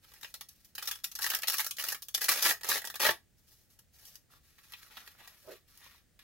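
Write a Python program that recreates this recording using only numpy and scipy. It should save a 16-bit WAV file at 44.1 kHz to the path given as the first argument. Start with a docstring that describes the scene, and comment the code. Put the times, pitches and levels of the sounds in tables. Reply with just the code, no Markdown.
"""Opening and searching a pouch

The hook-and-loop flap of a nylon pouch is peeled open over a workbench: clusters of clicks over running tears.
Then fingers slide over the cloth and push inside, with fine ticks, a dull scuff and soft squeaks.
Random clicks shake filters for fibres, flap, pouch and hollow; echoes of bench and small room, then faint air."""
import sys
import numpy as np
from scipy import signal
from scipy.fft import rfft, irfft
from scipy.io import wavfile
from scipy.ndimage import uniform_filter1d

SR = 44100
rng = np.random.default_rng(int(sys.argv[2]) if len(sys.argv) > 2 else 0)


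def materialize(psi):
    """Save the field psi as 16-bit PCM at rate SR to the path in sys.argv[1].

    A 1-D psi becomes a single channel; in a 2-D psi each row is a channel.
    """
    bounded = np.clip(np.atleast_2d(psi).T, -1, 1)
    quanta = np.round(bounded * 32767).astype(np.int16)
    wavfile.write(sys.argv[1], SR, quanta)


N = 274733

# All table levels are relative: the functions below mix and filter the parts.
# "give" is the flap's answer relative to the snap: small while the cloth is taut, larger as it loosens.
# the loudest clusters of hooks letting go: (t/s, snap level/dB, give/dB, ring of the cloth f/Hz)
HOOK_CLUSTERS = [(.211, -42, -12, 2000), (.2295, -37.5, -7, 4120), (.2452, -41, 2.5, 3000),
                 (.3408, -31.5, -10, 4300), (.3501, -42, -13, 4060), (.4095, -34, -7.5, 4500),
                 (.4869, -38, -22, 4500), (.6465, -46, -19, 2900), (.7517, -32, -16, 4320),
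                 (.7802, -32, -5.5, 3150), (.8243, -29, -8, 1490), (.8553, -31, -16, 1350),
                 (.8735, -24, -13, 4170), (.881, -29.5, -6.5, 1350), (.9118, -23, -11.5, 3380),
                 (.9539, -34.5, -13.5, 1660), (1.037, -37, -21, 3500), (1.0415, -19.5, -16.5, 3700),
                 (1.1154, -35, -19, 4500), (1.1528, -27.5, -19, 4030), (1.189, -29.5, -4.5, 1700),
                 (1.2191, -26.5, -11, 4100), (1.229, -21.5, -15, 1200), (1.2414, -22, -9, 1870),
                 (1.2637, -22.5, -6, 4050), (1.301, -19.5, -12.5, 3060), (1.3161, -32, -0.5, 1670),
                 (1.3365, -29, -1.5, 1840), (1.348, -20, -12.5, 3500), (1.3572, -34.5, -6, 1830),
                 (1.3877, -34.5, -7, 1640), (1.4198, -29.5, -13, 2960), (1.4326, -28.5, -2.5, 3050),
                 (1.4725, -23.5, -15, 4330), (1.481, -17.5, -10.5, 4530), (1.4986, -21, -12, 1680),
                 (1.5311, -24.5, -10, 1623), (1.5404, -24, -8.5, 2840), (1.5825, -21, -17, 2070),
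                 (1.5937, -23, -3.5, 2200), (1.602, -16, -24, 1660), (1.6449, -25.5, -12.5, 1650),
                 (1.6643, -23.5, -17, 1700), (1.709, -25.5, -17, 4370), (1.7664, -35, -16.5, 4180),
                 (1.7844, -27.5, -8, 2970), (1.7957, -27, -8.5, 3030), (1.8383, -23, -11, 1730),
                 (1.8854, -21, -14, 2900), (1.921, -22, -12, 1800), (1.9458, -31, -7.5, 3060),
                 (2.0219, -29.5, -22.5, 4180), (2.0844, -32.5, -18.5, 3330), (2.1422, -29, -15.5, 3440),
                 (2.1471, -15.5, -17, 3530), (2.1772, -28.5, -10.5, 1970), (2.2166, -24.5, -13, 1960),
                 (2.2427, -20.5, -15.5, 3150), (2.284, -21, -7.5, 1880), (2.2907, -12.5, -9.5, 3580),
                 (2.3181, -23, -9, 1800), (2.4567, -24, 0, 2070), (2.5062, -21, -5.5, 1970),
                 (2.6101, -41, -5, 1970), (2.6327, -32, -11.5, 1950), (2.644, -30.5, -7, 2070),
                 (2.6887, -17.5, -12, 1250), (2.7154, -20.5, -4, 1860), (2.757, -25, -3.5, 2060),
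                 (2.817, -34, -7.5, 2000), (2.8426, -36.5, -4, 1940), (2.8512, -26.5, -15.5, 1900),
                 (2.8726, -31.5, -10.5, 4300), (2.9002, -31.5, -7, 1940), (2.9414, -36, -7, 3580),
                 (2.9557, -28, -11.5, 1750), (3.03, -34.5, 4, 1300), (3.0494, -29.5, 7, 2050),
                 (3.0636, -19.5, -3, 2030), (3.0884, -30.5, 11.5, 1970)]
# pulls that keep the strip tearing: (start t/s, length t/s, snap level/dB, swell start to end/dB, give/dB)
TEARING_PULLS = [(.78, 0.22, -52.5, -12.5, -4.5), (1.21, 0.16, -36.5, -8, -10),
                 (1.478, 0.14, -37, 0.5, -13.5), (1.79, 0.12, -37, -1, -6.5),
                 (2.203, 0.056, -31.5, -4, -7.5), (2.283, .06, -26, -6, -5), (2.35, .06, -32, 0.5, -3.5),
                 (2.415, 0.018, -23.5, 4, -9), (2.44, 0.064, -22.5, -4.5, -5),
                 (2.515, 0.015, -32.5, -11, -8.5), (2.64, 0.062, -37.5, 14, -3),
                 (2.688, 0.093, -29.5, -5.5, -5), (2.83, 0.065, -50.5, 2, -6), (2.995, 0.03, -27, 4, -2.5),
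                 (3.024, .08, -27, -2, -1.5)]
# creases and seams flicking past the fingers: (t/s, snap level/dB, give/dB, ring of the cloth f/Hz)
CREASE_FLICKS = [(.0445, -56, -2.5, 1700), (.118, -48.5, -5.5, 3000), (.1375, -45, -11.5, 4000),
                 (3.7897, -44, -16.5, 1940), (4.0527, -41, -32, 4380), (4.155, -38, -19, 3630),
                 (4.5837, -56.5, 2.5, 1970), (4.7213, -41, -8.5, 3500), (4.7357, -44.5, 3.5, 3300),
                 (4.8296, -48.5, -4, 1790), (4.9699, -43, 1, 1940), (5.0758, -43.5, 0.5, 1960),
                 (5.2755, -40.5, -9.5, 1900), (5.7743, -43.5, -25, 2520), (6.1917, -48, -3.5, 3900)]
# strokes of the fingers over the cloth: (start t/s, length t/s, hiss level/dB, swell start to end/dB, give/dB)
FINGER_STROKES = [(.02, 0.15, -61.5, 7, -4), (.24, .06, -55, -4, -10), (.49, .21, -66, -7, -8.5),
                  (3.375, 0.025, -66, -5, -10), (3.42, .04, -70, 5, -13), (3.47, 0.16, -62, -10.5, -11.5),
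                  (3.7, .025, -58.5, -9, -11.5), (3.93, 0.15, -57, 6, -9.5),
                  (4.057, 0.028, -49, -4.5, -12.5), (4.1, 0.042, -57.5, 0.5, -9),
                  (4.3, 0.057, -62, 2.5, -3), (4.43, 0.19, -65, -3.5, -6), (4.57, 0.3, -58.5, 5, -4),
                  (4.9, 0.097, -55, 5, 1), (5.02, 0.11, -57, -2, -3.5), (5.17, 0.084, -61, 2.5, 3),
                  (5.26, 0.14, -59.5, -9, -2), (5.37, 0.13, -60, -3, -7.5), (5.48, 0.045, -53, 4, -1),
                  (5.67, .13, -62, 7, -5.5), (5.82, 0.14, -57.5, -7, 0.5), (6.2, .03, -64, -1, 3)]
# how freely the whole pouch moves with the flap: (t/s, pouch minus flap level/dB)
POUCH_SLACK = [(0, -10), (1.0, -22.5), (2.0, -13), (2.8, -11), (3.101, -7), (4.1, -9.5), (4.7, -26),
               (5.2, -14), (6.2, -42)]
# colour of the bright hook clicks: (f/Hz, level/dB)
HOOK_COLOUR = [(1500, -41.5), (3000, -4.5), (4000, -7.5), (5500, -3), (7000, -6), (8500, -10),
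               (10500, -3.5), (12500, -2), (16000, -5)]
# colour of the flap, in the middle range: (f/Hz, level/dB)
FLAP_COLOUR = [(400, -41), (800, -1.5), (1150, 0.5), (1800, 6), (2300, 5), (3000, 5), (4000, 4.5),
               (6000, -26.5), (12000, -47.5)]
# colour of the pouch body, below the flap: (f/Hz, level/dB)
POUCH_COLOUR = [(60, -23), (150, -14), (280, -7.5), (380, -1), (650, 2.5), (900, 2), (1400, -17.5),
                (4000, -44)]
# resonances of the bench and the things on it: (f/Hz, width f/Hz, level/dB)
BENCH_MODES = [(644, 59, 1), (745, 54, -1.5), (885, 39, 4), (1044, 110, -4), (1148, 86, 5.5),
               (1310, 140, 4), (1477, 120, -4.5), (1660, 100, 4), (1926, 130, 5.5), (2044, 61, -8.5),
               (2460, 84, 3.5), (3503, 150, 3.5)]
# hollow between finger and wall: (f/Hz, width f/Hz, level/dB)
HOLLOW_MODES = [(397, 58, -5), (577, 150, 1)]
# fingertips squeaking softly over the lining: (middle t/s, fade time t/s, level/dB, centre f/Hz)
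LINING_RUBS = [(4.344, 0.046, -68, 1240), (4.963, 0.16, -63.5, 1390), (5.26, 0.078, -66.5, 940),
               (5.866, 0.085, -69, 1060)]
# stereo width: (f/Hz, side minus mid level/dB)
STEREO_WIDTH = [(100, -9.5), (350, -8.5), (1000, -5.5), (2000, -5), (3500, -2.5), (5500, 2), (7500, -4),
                (11000, -15), (16000, -12.5)]
# stereo balance: (f/Hz, left minus right level/dB)
STEREO_LEAN = [(60, 5.5), (250, -1.5), (500, -1), (1000, -2.5), (2000, -0.5), (5500, 3), (8500, -2),
               (13000, 0.4)]
# stereo timing: (f/Hz, phase by which the left port leads/rad)
STEREO_LEAD = [(100, 0), (800, -0.4), (1700, -.15), (2500, -0.54), (5000, -0.69), (7500, -0.13)]
# colour of the room air: (f/Hz, level/dB)
AIR_COLOUR = [(15, -31), (25, 3), (80, 6.5), (439, -12.5), (607, -14), (1040, -23), (1890, -16),
              (2110, -19), (2480, -20.5), (5730, -21), (8590, -21), (13600, -27.5), (16000, -17.5)]

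AIR_DB = -69.5
TOP_HZ = 15900
PULL_ATTACK_S, PULL_RELEASE_S = 0.012, 0.0082
STROKE_ATTACK_S, STROKE_RELEASE_S = 0.023, 0.033
# hooks part faster under a harder pull: rate at a reference level, and dB of level per doubling of the rate
HOOKS_PER_S, HOOKS_AT_DB, DOUBLING_DB = 1500, -27.5, 7
# a finger dragging down the inner wall: moment of greatest pressure, its level, and the rise and fall around it
DRAG_S, DRAG_DB, DRAG_RISE_S, DRAG_FALL_S = 5.5, -44, 0.038, 0.031

# filter length and hop between changing echoes, both in samples
SIZE, HOP = 8192, 2048
FREQS = np.maximum(np.arange(SIZE // 2 + 1) * SR / SIZE, 1)
TIME = np.arange(N) / SR


def fastener(snap_db=-3, body_db=1.0, tear_db=-3):
    """Single clusters snap over running tears: stray hooks under a light pull, row after row under a hard one."""
    snaps = clusters(HOOK_CLUSTERS, lead=0.42, spread_s=0.0021, ring_width=290, ring_share=0.27, count=20)
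    pull = gestures(TEARING_PULLS, PULL_ATTACK_S, PULL_RELEASE_S)
    pull_db = 20 * np.log10(pull[0] + 1e-9)
    rate = HOOKS_PER_S * 2 ** ((pull_db - HOOKS_AT_DB) / DOUBLING_DB)
    hooks = grains(per_second=rate, scatter_db=5.5, even_s=0.021)
    tears = pull * ragged(per_second=180, depth_db=1.5) * hooks
    return undb([[snap_db], [body_db]]) * snaps + undb(tear_db) * tears


def handling(slide_db=-3, crease_db=-3, body_db=2):
    """The weave ticks finely and unevenly under the skin, and a crease flicks now and then."""
    threads = grains(per_second=3000, scatter_db=3.5, even_s=0.03)
    ticks = ragged(per_second=65, depth_db=2.0) * threads
    weave = gestures(FINGER_STROKES, STROKE_ATTACK_S, STROKE_RELEASE_S) * ticks
    creases = clusters(CREASE_FLICKS, lead=0.67, spread_s=0.0019, ring_width=110, ring_share=0.073)
    return undb(slide_db) * weave + undb([[crease_db], [body_db]]) * creases


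def pouch(snap, flap):
    """Fibres click brightly, the flap answers in the middle range and the slack pouch below it."""
    bench = bells(BENCH_MODES)
    body = flap * envelope(*np.transpose(POUCH_SLACK))
    parts = [(blurred(snap), HOOK_COLOUR), (flap, FLAP_COLOUR), (body, POUCH_COLOUR)]
    return sum(through(drive, unit(response(colour(points) + bench))) for drive, points in parts)


def finger_drag(scuff_db=-13, scuff_hz=1400, scuff_width=1100, cut_hz=270):
    """Skin sticks and slips on the lining, scuffs the cloth and rings the hollow inside the pouch."""
    hollow = sum(undb(db) * soft_ring(hz, width) for hz, width, db in HOLLOW_MODES)
    scuff = soft_ring(scuff_hz, scuff_width)
    side_s = np.where(TIME < DRAG_S, DRAG_RISE_S, DRAG_FALL_S)
    pressure = np.exp(-((TIME - DRAG_S) / side_s) ** 2)
    slips = undb(DRAG_DB) * pressure * grains(per_second=890, scatter_db=0.5, even_s=0.015)
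    # the small hollow radiates no deep bass
    low_cut = signal.butter(2, cut_hz, "high", fs=SR, output="sos")
    return signal.sosfilt(low_cut, through(slips, unit(hollow) + undb(scuff_db) * scuff))


def rubs(width=260):
    """Quick stick and slip swells and fades in one narrow ring of the cloth."""
    slips = grains(per_second=900, scatter_db=14, even_s=0.09)
    total = np.zeros(N)
    for middle, fade_s, db, hz in LINING_RUBS:
        swell = np.exp(-((TIME - middle) / fade_s) ** 2)
        total += undb(db) * through(slips * swell, ring(hz, width))
    return total


def clusters(table, lead, spread_s, ring_width, ring_share, scatter_db=6, count=14):
    """One fibre lets go and its neighbours follow within milliseconds; gives the snap and flap drives."""
    drive = np.zeros((2, N + 2 * HOP))
    delays = rng.exponential(spread_s, (len(table), count))
    signs = rng.choice([-1, 1], delays.shape)
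    sizes = undb(scatter_db * rng.standard_normal(delays.shape)) * signs
    # a longer cluster gets more energy, so its level does not thin out
    weight = np.sqrt((spread_s + 0.001) * SR)
    for (start, db, give_db, hz), delay, size in zip(table, delays, sizes):
        places = np.minimum(np.append(0, delay) * SR, HOP - 1).astype(int)
        pulses = np.bincount(places, np.append(lead, unit(size)), HOP)
        # the patch of cloth that springs back rings briefly
        recoil = pulses + ring_share * through(pulses, ring(hz, ring_width, size=512))
        pair = np.array([unit(pulses), undb(give_db) * unit(recoil)])
        i = int(start * SR)
        drive[:, i:i + HOP] += weight * undb(db) * pair
    return drive[:, :N]


def gestures(table, attack_s, release_s):
    """Each move of the hand sets in, swells or eases while it lasts, and dies away; gives snap and flap gains."""
    gains = np.zeros((2, N))
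    for start, length, db, swell_db, give_db in table:
        along = np.clip((TIME - start) / length, 0, 1)
        attack = np.clip((TIME - start) / attack_s + 0.5, 0, 1)
        release = np.exp(-np.maximum(TIME - start - length, 0) / release_s)
        gain = attack * release * undb(db + swell_db * (along - 0.5))
        gains = np.maximum(gains, [gain, gain * undb(give_db)])
    return gains


def grains(per_second, scatter_db, even_s):
    """Random clicks of unequal size, their power held near one over stretches of even_s."""
    chosen = rng.random(N) < per_second / SR
    clicks = chosen * rng.choice([-1, 1], N) * undb(scatter_db * rng.standard_normal(N))
    power = uniform_filter1d(clicks ** 2, int(even_s * SR) + 1)
    return clicks / np.sqrt(np.abs(power) + 1e-6)


def ragged(per_second, depth_db):
    """A gain that jumps to a new random value many times a second."""
    return undb(depth_db * rng.standard_normal(N)[(TIME * per_second).astype(int)])


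def blurred(clicks, share=0.36, length_s=0.0013):
    """Each click is mixed with a brief fading burst of noise, which blurs it slightly."""
    fade = unit(np.exp(-TIME[:HOP] / length_s)) ** 2
    fuzz = np.sqrt(np.abs(through(clicks ** 2, fade))) * rng.standard_normal(N)
    return np.sqrt(1 - share) * clicks + np.sqrt(share) * fuzz


def ring(hz, width, size=SIZE):
    """A struck resonance with an energy of one; the wider it is, the sooner it dies away."""
    return unit(np.exp(-np.pi * width * TIME[:size]) * np.sin(2 * np.pi * hz * TIME[:size]))


def soft_ring(hz, width):
    """A ring passed through itself, so that it builds up before it dies away."""
    return unit(through(ring(hz, width), ring(hz, width)))


def reflections(x, direct, early_t60=0.041, late_t60=0.16, late_db=-6, evenness=0.71):
    """Direct sound, quick bench scatter and a short room tail; the paths keep changing as the hands move."""
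    count = N // HOP + 2
    padded = np.pad(x, (HOP, 2 * HOP))
    pieces = np.lib.stride_tricks.sliding_window_view(padded, 2 * HOP)[::HOP][:count]
    # t60 is the time in seconds to fall by 60 dB
    early, late = (unit(np.exp(-np.log(1000) * TIME[:SIZE] / t60)) for t60 in (early_t60, late_t60))
    decay = np.hypot(early, undb(late_db) * late)
    # a new random set of echoes for every piece
    paths = decay * rng.standard_normal((count, SIZE))
    paths[:, 0] += direct
    spectra = rfft(paths / np.sqrt(direct ** 2 + np.sum(decay ** 2)))
    # partly smooth the peaks and notches of each random echo set
    ripple = irfft(np.log(uniform_filter1d(np.abs(spectra) ** 2, size=25)))
    ripple[:, 0] /= 2
    ripple[:, SIZE // 2:] = 0
    paths = irfft(spectra * np.exp(-evenness * rfft(ripple)))
    # overlapping pieces fade into each other
    faded = pieces * signal.windows.hann(2 * HOP, sym=False)
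    echoes = signal.fftconvolve(faded, paths, axes=1)
    out = np.zeros(N + 4 * HOP + SIZE)
    for k, echo in enumerate(echoes):
        out[k * HOP:k * HOP + len(echo)] += echo
    return out[HOP:HOP + N]


def room(x):
    """Both ports share the direct sound, the right one slightly ahead; reflections set them apart."""
    mid = reflections(x, direct=0.51)
    side = through(reflections(x, direct=0), response(colour(STEREO_WIDTH)))
    # half of the left-right difference goes to each port
    port = np.sqrt(undb(colour(STEREO_LEAN)) * np.exp(1j * colour(STEREO_LEAD)))
    ears = []
    for sound, gain in [(mid + side, port), (mid - side, 1 / port)]:
        centred = np.roll(irfft(gain), SIZE // 2 - 1)
        ears.append(signal.fftconvolve(sound, centred, "same"))
    return np.array(ears)


def air(side_db=-4):
    """Faint steady rumble and hiss of the room, made of filtered noise."""
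    mid, side = (through(rng.standard_normal(N), unit(response(colour(AIR_COLOUR)))) for _ in range(2))
    return undb(AIR_DB) * (mid + undb(side_db) * np.array([side, -side]))


def undb(db):
    """Decibels to gain."""
    return 10 ** (np.asarray(db) / 20)


def unit(x):
    """Scale to an energy of one."""
    return x / np.sqrt(np.sum(x ** 2))


def envelope(times, db):
    """Gain along a level curve, silent outside it."""
    return np.interp(TIME, times, undb(db), left=0, right=0)


def colour(points):
    """Curve through (f/Hz, value) points joined on a log-frequency axis."""
    hz, values = np.transpose(points)
    return np.interp(np.log(FREQS), np.log(hz), values)


def bells(modes):
    """The dB curve of a set of (f/Hz, width f/Hz, level/dB) resonances."""
    return sum(db / (1 + (2 * (FREQS - hz) / width) ** 2) for hz, width, db in modes)


def response(db):
    """Impulse response with the given dB curve that starts at once, with no sound ahead of the click."""
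    cepstrum = irfft(np.log(undb(db)))
    # folding the second half onto the first gives minimum phase
    cepstrum[1:SIZE // 2] *= 2
    cepstrum[SIZE // 2 + 1:] = 0
    return irfft(np.exp(rfft(cepstrum)))


def through(x, ir):
    """Pass a sound through an impulse response."""
    return signal.fftconvolve(x, ir)[:len(x)]


def scene():
    """The pouch is opened and searched in the quiet room."""
    snap, flap = fastener() + handling()
    close_sound = pouch(snap, flap) + finger_drag() + rubs()
    return room(close_sound) + air()


def record(dry):
    """The recorder cuts the top with a steep low-pass filter."""
    return signal.sosfilt(signal.ellip(10, 0.2, 70, TOP_HZ, fs=SR, output="sos"), dry)


dry = scene()
out = record(dry)
materialize(out)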